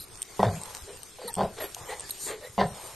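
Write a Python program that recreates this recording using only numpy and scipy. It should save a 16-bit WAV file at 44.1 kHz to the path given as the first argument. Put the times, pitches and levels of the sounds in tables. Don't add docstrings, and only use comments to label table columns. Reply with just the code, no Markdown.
import sys
import numpy as np
from scipy import signal
from scipy.io import wavfile
from scipy.ndimage import uniform_filter1d

SR = 44100
rng = np.random.default_rng(int(sys.argv[2]) if len(sys.argv) > 2 else 0)


def materialize(psi):
    bounded = np.clip(np.atleast_2d(psi).T, -1, 1)
    quanta = np.round(bounded * 32767).astype(np.int16)
    wavfile.write(sys.argv[1], SR, quanta)


def invert_db(level):
    return 10 ** (np.asarray(level, dtype=float) / 20)


N = 130095

# f/Hz, level/dB
HUSH_COLOUR = [(25, -1), (92, -0.5), (271, -16), (405, -1.5), (600, -19.5), (1150, -16), (3000, -21.5),
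               (4500, -47)]
HUSH_DB = -54
# f/Hz, likeness (1 = same)
LIKENESS = [(30, 0.93), (500, 0.6), (1500, 0.84), (3000, 0.84), (8000, 0.62), (9500, 0.73), (11000, 0.6)]
# t/s, level/dB
RUSTLE_LEVEL = [(0, -52.5), (.3, -52), (.45, -49.5), (.76, -47.5), (1.102, -53), (1.5, -53.5), (1.7, -53),
                (1.82, -48), (2.14, -50), (2.42, -54), (2.62, -51.5), (2.75, -48.5), (2.95, -49.5)]
TICKS_PER_S, TICK_SPREAD_DB, TICKS_DB = 1700, 3.5, -4
# t/s, peak level/dB, noise body level/dB, left minus right/dB
STRAW_SNAPS = [(0.219, -8, -17.5, -2.5), (0.2277, -25, -3.5, 0), (0.615, -22.5, -27, -0.5),
               (0.6346, -27, -11.5, 1.5), (1.032, -40, -10, 5.5), (1.3313, -27, -35, 0),
               (1.3405, -16.5, -15.5, -0.5), (1.3527, -14, -12, -3), (1.364, -29.5, -33, 0.5),
               (1.7472, -41, 11.5, 1.5), (1.786, -54.5, 9, 1), (1.9962, -16, -17, -1),
               (2.0062, -20, -15, -0.5), (2.109, -41, -20, -11)]
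# start t/s, length/s, level/dB, ticks per second
STRAW_SCRAPES = [
    (0, .05, -40, 500),
    (1.279, .024, -34, 310),
    (2.107, .006, -28, 400),
]
# t/s, peak level/dB, f/Hz
BODY_THUMPS = [(1.25, -42, 200), (1.44, -36, 60), (1.81, -40, 120), (2.64, -34, 55), (2.706, -36, 110),
               (2.495, -43, 110)]

# start t/s, length/s, level/dB, nostril f/Hz, hiss level/dB
SNUFFLES = [(0.558, 0.26, -52.5, 930, -7), (0.861, 0.069, -47.5, 414, -24), (1.18, 0.12, -46, 525, -8),
            (1.562, 0.066, -40.5, 458, -17), (1.597, 0.072, -35.5, 470, -10),
            (1.758, 0.24, -51.5, 926, -23), (1.879, 0.072, -38, 481, -5), (1.956, 0.11, -55.5, 860, 6),
            (2.181, 0.16, -55.5, 440, 22.5), (2.261, 0.096, -35.5, 441, -13),
            (2.316, 0.092, -52.5, 457, -16), (2.408, 0.077, -47, 563, -8), (2.72, 0.26, -51.5, 922, 3.5)]
# f/Hz, level/dB
SNOUT_COLOUR = [(300, -38), (420, 0), (750, -5), (1350, -14), (1950, -11), (2600, -17), (4200, -15),
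                (5500, -32)]
NOSTRIL_WIDTH_HZ, FLUTTER_HZ, FLUTTER_DB = 83, 62.4, 1.5
# start t/s, length/s, level/dB, from f/Hz, to f/Hz
NOSE_WHISTLES = [(0, 0.035, -48, 5250, 4600), (.87, 0.09, -44.5, 413, 504), (1.207, 0.11, -53, 4700, 4200),
                 (1.278, 0.019, -41, 4180, 3650), (1.271, 0.022, -51, 4450, 4250),
                 (1.275, 0.024, -47, 1350, 1200), (1.598, .07, -40, 11620, 11350),
                 (1.596, 0.064, -48, 1900, 1870), (1.597, 0.062, -39, 630, 563),
                 (1.882, 0.085, -44, 1910, 2050), (1.91, 0.054, -39, 796, 884),
                 (2.024, 0.04, -50, 1740, 1750), (2.274, 0.066, -59, 1270, 1150),
                 (2.297, 0.033, -38.5, 600, 536), (2.43, 0.062, -47.5, 1770, 2130),
                 (2.441, 0.03, -50.5, 3840, 4200), (2.451, 0.03, -61, 500, 690),
                 (0.397, 0.034, -40.5, 1920, 1910), (0.438, 0.025, -37, 1770, 1850),
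                 (2.583, 0.058, -33.5, 2050, 1670), (2.578, .03, -44.5, 2900, 2750)]
# start t/s, length/s, level/dB, from f/Hz, to f/Hz
CHEST_HUMS = [(.394, 0.044, -29, 187, 181), (0.457, 0.063, -31, 108, 98), (0.527, 0.039, -34.5, 162, 164),
              (.57, 0.016, -36, 160, 157), (1.241, 0.039, -38.5, 391, 530), (1.278, 0.031, -39.5, 968, 805),
              (1.278, 0.036, -49.5, 1960, 1790), (1.368, 0.053, -31, 188, 191),
              (1.429, 0.023, -31.5, 148, 178), (2.318, 0.044, -35.5, 463, 410),
              (2.359, 0.062, -56, 426, 450), (2.58, 0.042, -27.5, 197, 193),
              (2.632, 0.046, -30, 158.5, 153)]
HUM_WAVER = 0.034

# t/s, effort level/dB, mouth opening level/dB
GRUNT_EFFORTS = [
    [(.393, -14.5, 2), (.408, -22, -10), (.42, -29, -9), (.435, -24.5, 2.5), (.47, -23, -2.5),
     (.5, -32.5, 3), (.515, -39, 5.5), (.54, -34, -0.5), (.64, -68, 7)],
    [(1.365, -21, -8.5), (1.381, -26, -7.5), (1.417, -23.5, 0), (1.455, -32.5, 7), (1.49, -72, 7),
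     (1.52, -59, 2)],
    [(2.578, -20, -4), (2.615, -27, 5.5), (2.63, -23.5, -1), (2.645, -23, -1), (2.67, -38, -6),
     (2.69, -65, -10), (2.71, -30, -9), (2.75, -53, -17)],
]
# pitch hold/s, chest level/dB, deep level/dB, darkening/dB per octave
GRUNT_BUILDS = [
    (.04, -6.5, -1.5, -2),
    (0.047, -9.5, -5.5, -5),
    (.035, -7.5, -4.5, -6),
]
FOLD_HZ, CREAK_HZ, SAG_S = 203, 62, .035
JITTER, SHIMMER_DB, WEAK_DB = .12, 1, -6.5
PUFF_DB, STEADY_AIR = 4.5, 0.29
CHEST_HZ, CHEST_END_HZ, CHEST_WIDTH_HZ, DEEP_HZ = 198, 158, 55, 100
# f/Hz, width/Hz, level/dB
THROAT_RESONANCES = [(417.7, 115, 0.5), (565.6, 27, -3), (615, 105, -0.5), (730, 130, 4), (1044, 53, -6),
                     (1300, 110, -11), (1550, 49, -11.5), (1797, 940, -4), (3540, 490, -5.5),
                     (4490, 620, -5)]
BREATHY_HZ = 1200
# t/s, peak level/dB
PALATE_FLAPS = [(.3935, -17.5), (.4025, -17), (.430, -5.5), (1.185, -39), (1.216, -32.5), (1.383, -20.5),
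                (1.388, -37), (1.392, -15.5), (1.407, -13.5), (1.412, -20), (1.766, -34), (2.579, -16.5),
                (2.5875, -15.5), (2.5985, -36), (2.609, -22), (2.613, -11)]
# f/Hz, level/dB
CHEST_THROAT_DIP = [(225, 0), (265, -9), (330, -9), (385, 0)]

PEN_DB, PEN_T60_S, SIDE_DB = -8, 0.27, -55
# f/Hz, level/dB
PORT_DIFFERENCE = [(1500, -46.5), (4000, -16), (8500, -2.5), (11500, -10)]
# f/Hz, level/dB
PORT_LEAN = [(1500, 0.5), (4000, 0), (8500, 2), (11500, -0.5)]
# f/Hz, level/dB
MIC_COLOUR = [(6500, -0.5), (7700, 1.5), (8500, 7), (10000, -11), (11500, 2), (12050, -2), (12300, -42),
              (14000, -67)]
NOTCH_HZ, NOTCH_WIDTH_HZ = 7850, 350
GAP_FROM_HZ, WEAK_HZ, GAP_SHARE, GAP_DB = 2500, 10000, .14, -40


def evened(x):
    return x / np.sqrt(np.mean(x ** 2) + 1e-20)


def read(points, hz):
    f, value = np.transpose(points)
    return np.interp(np.log(hz + 1), np.log(f + 1), value)


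def add(mix, s, sound):
    part = mix[round(s * SR):][:len(sound)]
    part += sound[:len(part)]


def noise(count):
    return rng.standard_normal(SR // 2)[:count]


def wander(count, hz):
    white = rng.standard_normal(N) if count == N else noise(SR)
    slow = signal.lfilter(*signal.butter(2, hz, fs=SR), white)
    return evened(slow[-count:])


def arch(length, lean):
    return np.sin(np.pi * np.linspace(0, 1, round(length * SR)) ** lean)


def resonate(x, hz, width):
    turn = np.exp(2j * np.pi * np.cumsum(hz * np.ones(len(x))) / SR)
    r = np.exp(-np.pi * width / SR)
    slow = signal.lfilter([1 - r], [1, -r], x / turn + 1e-18)
    return 2 * (turn * slow).real


def colour(x, points):
    log_gain = np.log(invert_db(read(points, abs(np.fft.fftfreq(8192, 1 / SR)))))
    taps = np.fft.ifft(np.exp(np.conj(signal.hilbert(log_gain)))).real[:4096]
    return signal.oaconvolve(np.atleast_2d(x), taps[None])[:, :x.shape[-1]].reshape(x.shape)


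def spread(points, patchy_db):
    frames, hz = N // 256 + 5, np.fft.rfftfreq(1024, 1 / SR)
    a, b, c, d, patches = rng.standard_normal((frames, 513, 5)).T
    patches = uniform_filter1d(patches, size=14, axis=0)
    patches = evened(uniform_filter1d(patches, size=10, axis=1))
    same = np.clip(read(LIKENESS, hz), -1, 1)[:, None]
    left = a + 1j * b
    right = same * left + np.sqrt(1 - same ** 2) * (c + 1j * d)
    z = np.array([left, right]) * invert_db(read(points, hz)[:, None] + patchy_db * patches)
    return evened(signal.istft(z, nperseg=1024, noverlap=768)[1][:, :N])


def hush():
    return invert_db(HUSH_DB + 2 * wander(N, 4.4)) * spread(HUSH_COLOUR, patchy_db=3)


def bedding():
    s, level_db = np.transpose(RUSTLE_LEVEL)
    shade = [(300, -2), (700, 0.5), (1800, -2), (4000, 0.5), (9000, 1.0)]
    happens = rng.random((3, N)) < TICKS_PER_S / SR
    ticks = invert_db(TICK_SPREAD_DB * rng.exponential(1, (3, N))) * happens
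    ticks = colour(ticks * rng.choice([-1, 1], (3, N)), shade)
    fizz = spread(shade, patchy_db=3.5) + invert_db(TICKS_DB) * evened(ticks[0] + 2.16 * ticks[1:])
    level = invert_db(np.interp(np.arange(N) / SR, s, level_db) + 4.5 + wander(N, 8.6))
    return level * fizz


def scrapes():
    out = np.zeros((2, N))
    shade = [(2500, -49), (4100, 23), (5500, -22), (9000, 17.0), (11500, 23.5)]
    for s, length, db, rate in STRAW_SCRAPES:
        t = np.arange(0, length, 1 / SR)
        slips = 0.087 + np.exp(-(t * rate % 1) / 0.11)
        sound = colour(invert_db(db) * slips * np.exp(-t / length) * noise(len(t)), shade)
        for c in range(2):
            add(out[c], s, sound)
    return out


def snaps():
    out, t = np.zeros((2, N)), np.arange(400) / SR
    for s, db, body_db, pan_db in STRAW_SNAPS:
        burst = rng.standard_normal((3, 400)) * np.exp(-t / 0.00074)
        burst = colour(burst, [(1500, -13.5), (3000, 8.5)])
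        for c in range(2):
            ring = np.sin(2 * np.pi * 8600 * t + 0.25 * c) * np.exp(-((t - .0008) / 0.00033) ** 2)
            twin = np.sin(2 * np.pi * 11500 * t) * np.exp(-((t - .0008) / 0.00041) ** 2)
            body = invert_db(body_db + 2.5) * (burst[0] + 0.32 * burst[c + 1])
            side = invert_db(db - 3.5 + pan_db * (3.0 - c))
            add(out[c], s, side * (ring + 0.1 * twin + body))
    return out


def thumps():
    out, t = np.zeros(N), np.arange(3000) / SR
    for s, db, hz in BODY_THUMPS:
        swell = t / 0.0036 * np.exp(1 - t / 0.004)
        add(out, s, invert_db(db) * np.sin(2 * np.pi * hz * t) * swell)
    return out


def whistles():
    out = np.zeros(N)
    for s, length, db, from_hz, to_hz in NOSE_WHISTLES:
        shape = arch(length, 0.66)
        hz = np.linspace(from_hz, to_hz, len(shape))
        tone = resonate(noise(len(hz)), hz, 40 + from_hz / 30)
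        tone = resonate(tone, hz, 170 + from_hz / 40)
        add(out, s, invert_db(db) * shape * evened(tone))
    return out


def hums():
    out = np.zeros(N)
    for s, length, db, from_hz, to_hz in CHEST_HUMS:
        shape = arch(length, 0.61) ** 0.36
        hz = np.linspace(from_hz, to_hz, len(shape)) * (1 + HUM_WAVER * wander(len(shape), 82))
        add(out, s, invert_db(db + 2) * shape * np.sin(2 * np.pi * np.cumsum(hz) / SR))
    return out


def snuffles():
    out = np.zeros(N)
    for s, length, level_db, nostril_hz, hiss_db in SNUFFLES:
        shape = arch(length, 0.82) ** 0.72
        air = noise(len(shape)) * invert_db(FLUTTER_DB * wander(len(shape), FLUTTER_HZ))
        hum = resonate(air, nostril_hz, NOSTRIL_WIDTH_HZ * (nostril_hz / 440) ** 3)
        hum = resonate(hum, nostril_hz, .5 * nostril_hz)
        hiss = colour(air, SNOUT_COLOUR)
        top = colour(noise(len(shape)), [(2500, -52), (4000, 9.5), (5500, 2), (7000, 12), (11500, 9)])
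        breath = 1.035 * evened(hum) + evened(hiss) + invert_db(hiss_db) * shape * evened(top)
        add(out, s, invert_db(level_db) * shape * breath)
    return out


def throat(pulses, air, tilt_db=0):
    out = 0
    for k, (hz, width, db) in enumerate(THROAT_RESONANCES):
        source = pulses if hz < BREATHY_HZ else air
        tilt = tilt_db * np.log2(min(hz, BREATHY_HZ) / 650)
        ring = resonate(resonate(source, hz, width), hz, 4 * width)
        out = out + (-1) ** k * invert_db(db + tilt) * 80 / width * ring
    return out


def flaps():
    out, t = np.zeros(N), np.arange(3000) / SR
    click = 1. * (t == 0)
    flap = colour(throat(click, invert_db(-16) * click), [(480, -23.5), (780, -9)])
    flap = flap * np.exp(-t / 0.0045)
    for s, db in PALATE_FLAPS:
        add(out, s, invert_db(db) * flap / abs(flap).max())
    return out


def grunt(rows, hold_s, chest_db, deep_db, tilt_db):
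    s, effort_db, mouth_db = np.transpose(rows)
    t = np.arange(0, s[-1] - s[0] + 0.047, 1 / SR)
    sag = 1 - np.exp(-np.maximum(t - hold_s, 0) / SAG_S)

    pitch = (FOLD_HZ + (CREAK_HZ - FOLD_HZ) * sag) * (1 + JITTER * wander(len(t), 90))
    turns = .99 + np.cumsum(pitch) / SR
    cycle = turns.astype(int)
    size = invert_db(WEAK_DB * (cycle % 2) + SHIMMER_DB * rng.standard_normal(200)[cycle])
    folds = evened(np.diff(cycle, prepend=0) * size)

    gusts = STEADY_AIR * noise(len(t))
    puffs = evened(size * np.exp(-(turns % 1) / 0.5) * noise(len(t)))
    air = invert_db(9.0) * evened(0.9 * puffs + gusts) * np.minimum(t / 0.031, 1) * invert_db(-6 * sag)

    chest_hz = CHEST_HZ + (CHEST_END_HZ - CHEST_HZ) * sag
    chest = evened(resonate(resonate(folds, chest_hz, CHEST_WIDTH_HZ), chest_hz, 90))
    deep = evened(resonate(resonate(folds, DEEP_HZ, 74), DEEP_HZ, 130))
    low = invert_db(chest_db + 2.5 * wander(len(t), 4.9)) * chest + invert_db(deep_db) * (0.63 + sag) * deep
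    low = invert_db(-8.5) * colour(low, [(205, 1), (260, -13.0)])

    tilt = tilt_db * (2 * np.minimum(t / 0.047, 1) - 1)
    high = throat(folds + invert_db(PUFF_DB) * puffs, air, tilt)
    high = evened(colour(high, [(300, -15.5), (400, -22.5)]))
    high = invert_db(np.interp(t + s[0], s, mouth_db) - 1.0 - 5.2 * sag) * high

    level = invert_db(np.interp(t + s[0], s, effort_db)) * (t < s[-1] - s[0])
    return level * (low + high) * np.minimum(t / 0.0023, 1)


def grunts():
    out = np.zeros(N)
    for rows, build in zip(GRUNT_EFFORTS, GRUNT_BUILDS):
        add(out, rows[0][0], grunt(rows, *build))
    return out


def pig():
    voice = colour(grunts() + flaps(), CHEST_THROAT_DIP)
    return voice + snuffles() + whistles() + hums() + thumps()


def scene():
    t = np.arange(SR // 3) / SR
    taps = rng.standard_normal((3, len(t))) * invert_db(-60 * t / PEN_T60_S) * (t > .004)
    taps = taps[0] + invert_db(SIDE_DB - 7.0) * taps[1:]
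    voice = pig()
    pen = signal.fftconvolve(voice[None], taps / np.linalg.norm(taps[0]), axes=1)[:, :N]
    early = taps[0, :800] / np.linalg.norm(taps[0, :800])
    apart = colour(signal.fftconvolve(voice, early)[:N], PORT_DIFFERENCE)
    close = voice + np.outer([1, -1], apart)
    return close + invert_db(PEN_DB) * pen + snaps() + scrapes() + bedding() + hush()


def low_pass(x):
    return signal.sosfilt(signal.butter(12, 13370, fs=SR, output="sos"), x)


def record(dry):
    x = colour(np.array([colour(dry[0], PORT_LEAN), dry[1]]), MIC_COLOUR)
    x = signal.lfilter(*signal.iirnotch(NOTCH_HZ, NOTCH_HZ / NOTCH_WIDTH_HZ, SR), x)
    hz, t, z = signal.stft(x, SR, nperseg=1024, noverlap=768)
    luck = rng.random((len(t) // 8 + 1, len(hz) // 6 + 1)).T
    luck = luck.repeat(6, axis=0).repeat(8, axis=1)[:len(hz), :len(t)]
    hz = hz[:, None]
    near_notch = abs(hz - NOTCH_HZ) < 150
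    near_weak = abs(hz - WEAK_HZ) < 750
    chance = GAP_SHARE * (1 + 5 * near_notch + 1.2 * near_weak)
    gaps = (luck < chance) & (hz > GAP_FROM_HZ)
    x = signal.istft(z * invert_db(GAP_DB * gaps), SR, nperseg=1024, noverlap=768)[1][:, :N]
    return low_pass(x)


dry = scene()
out = record(dry)
materialize(out)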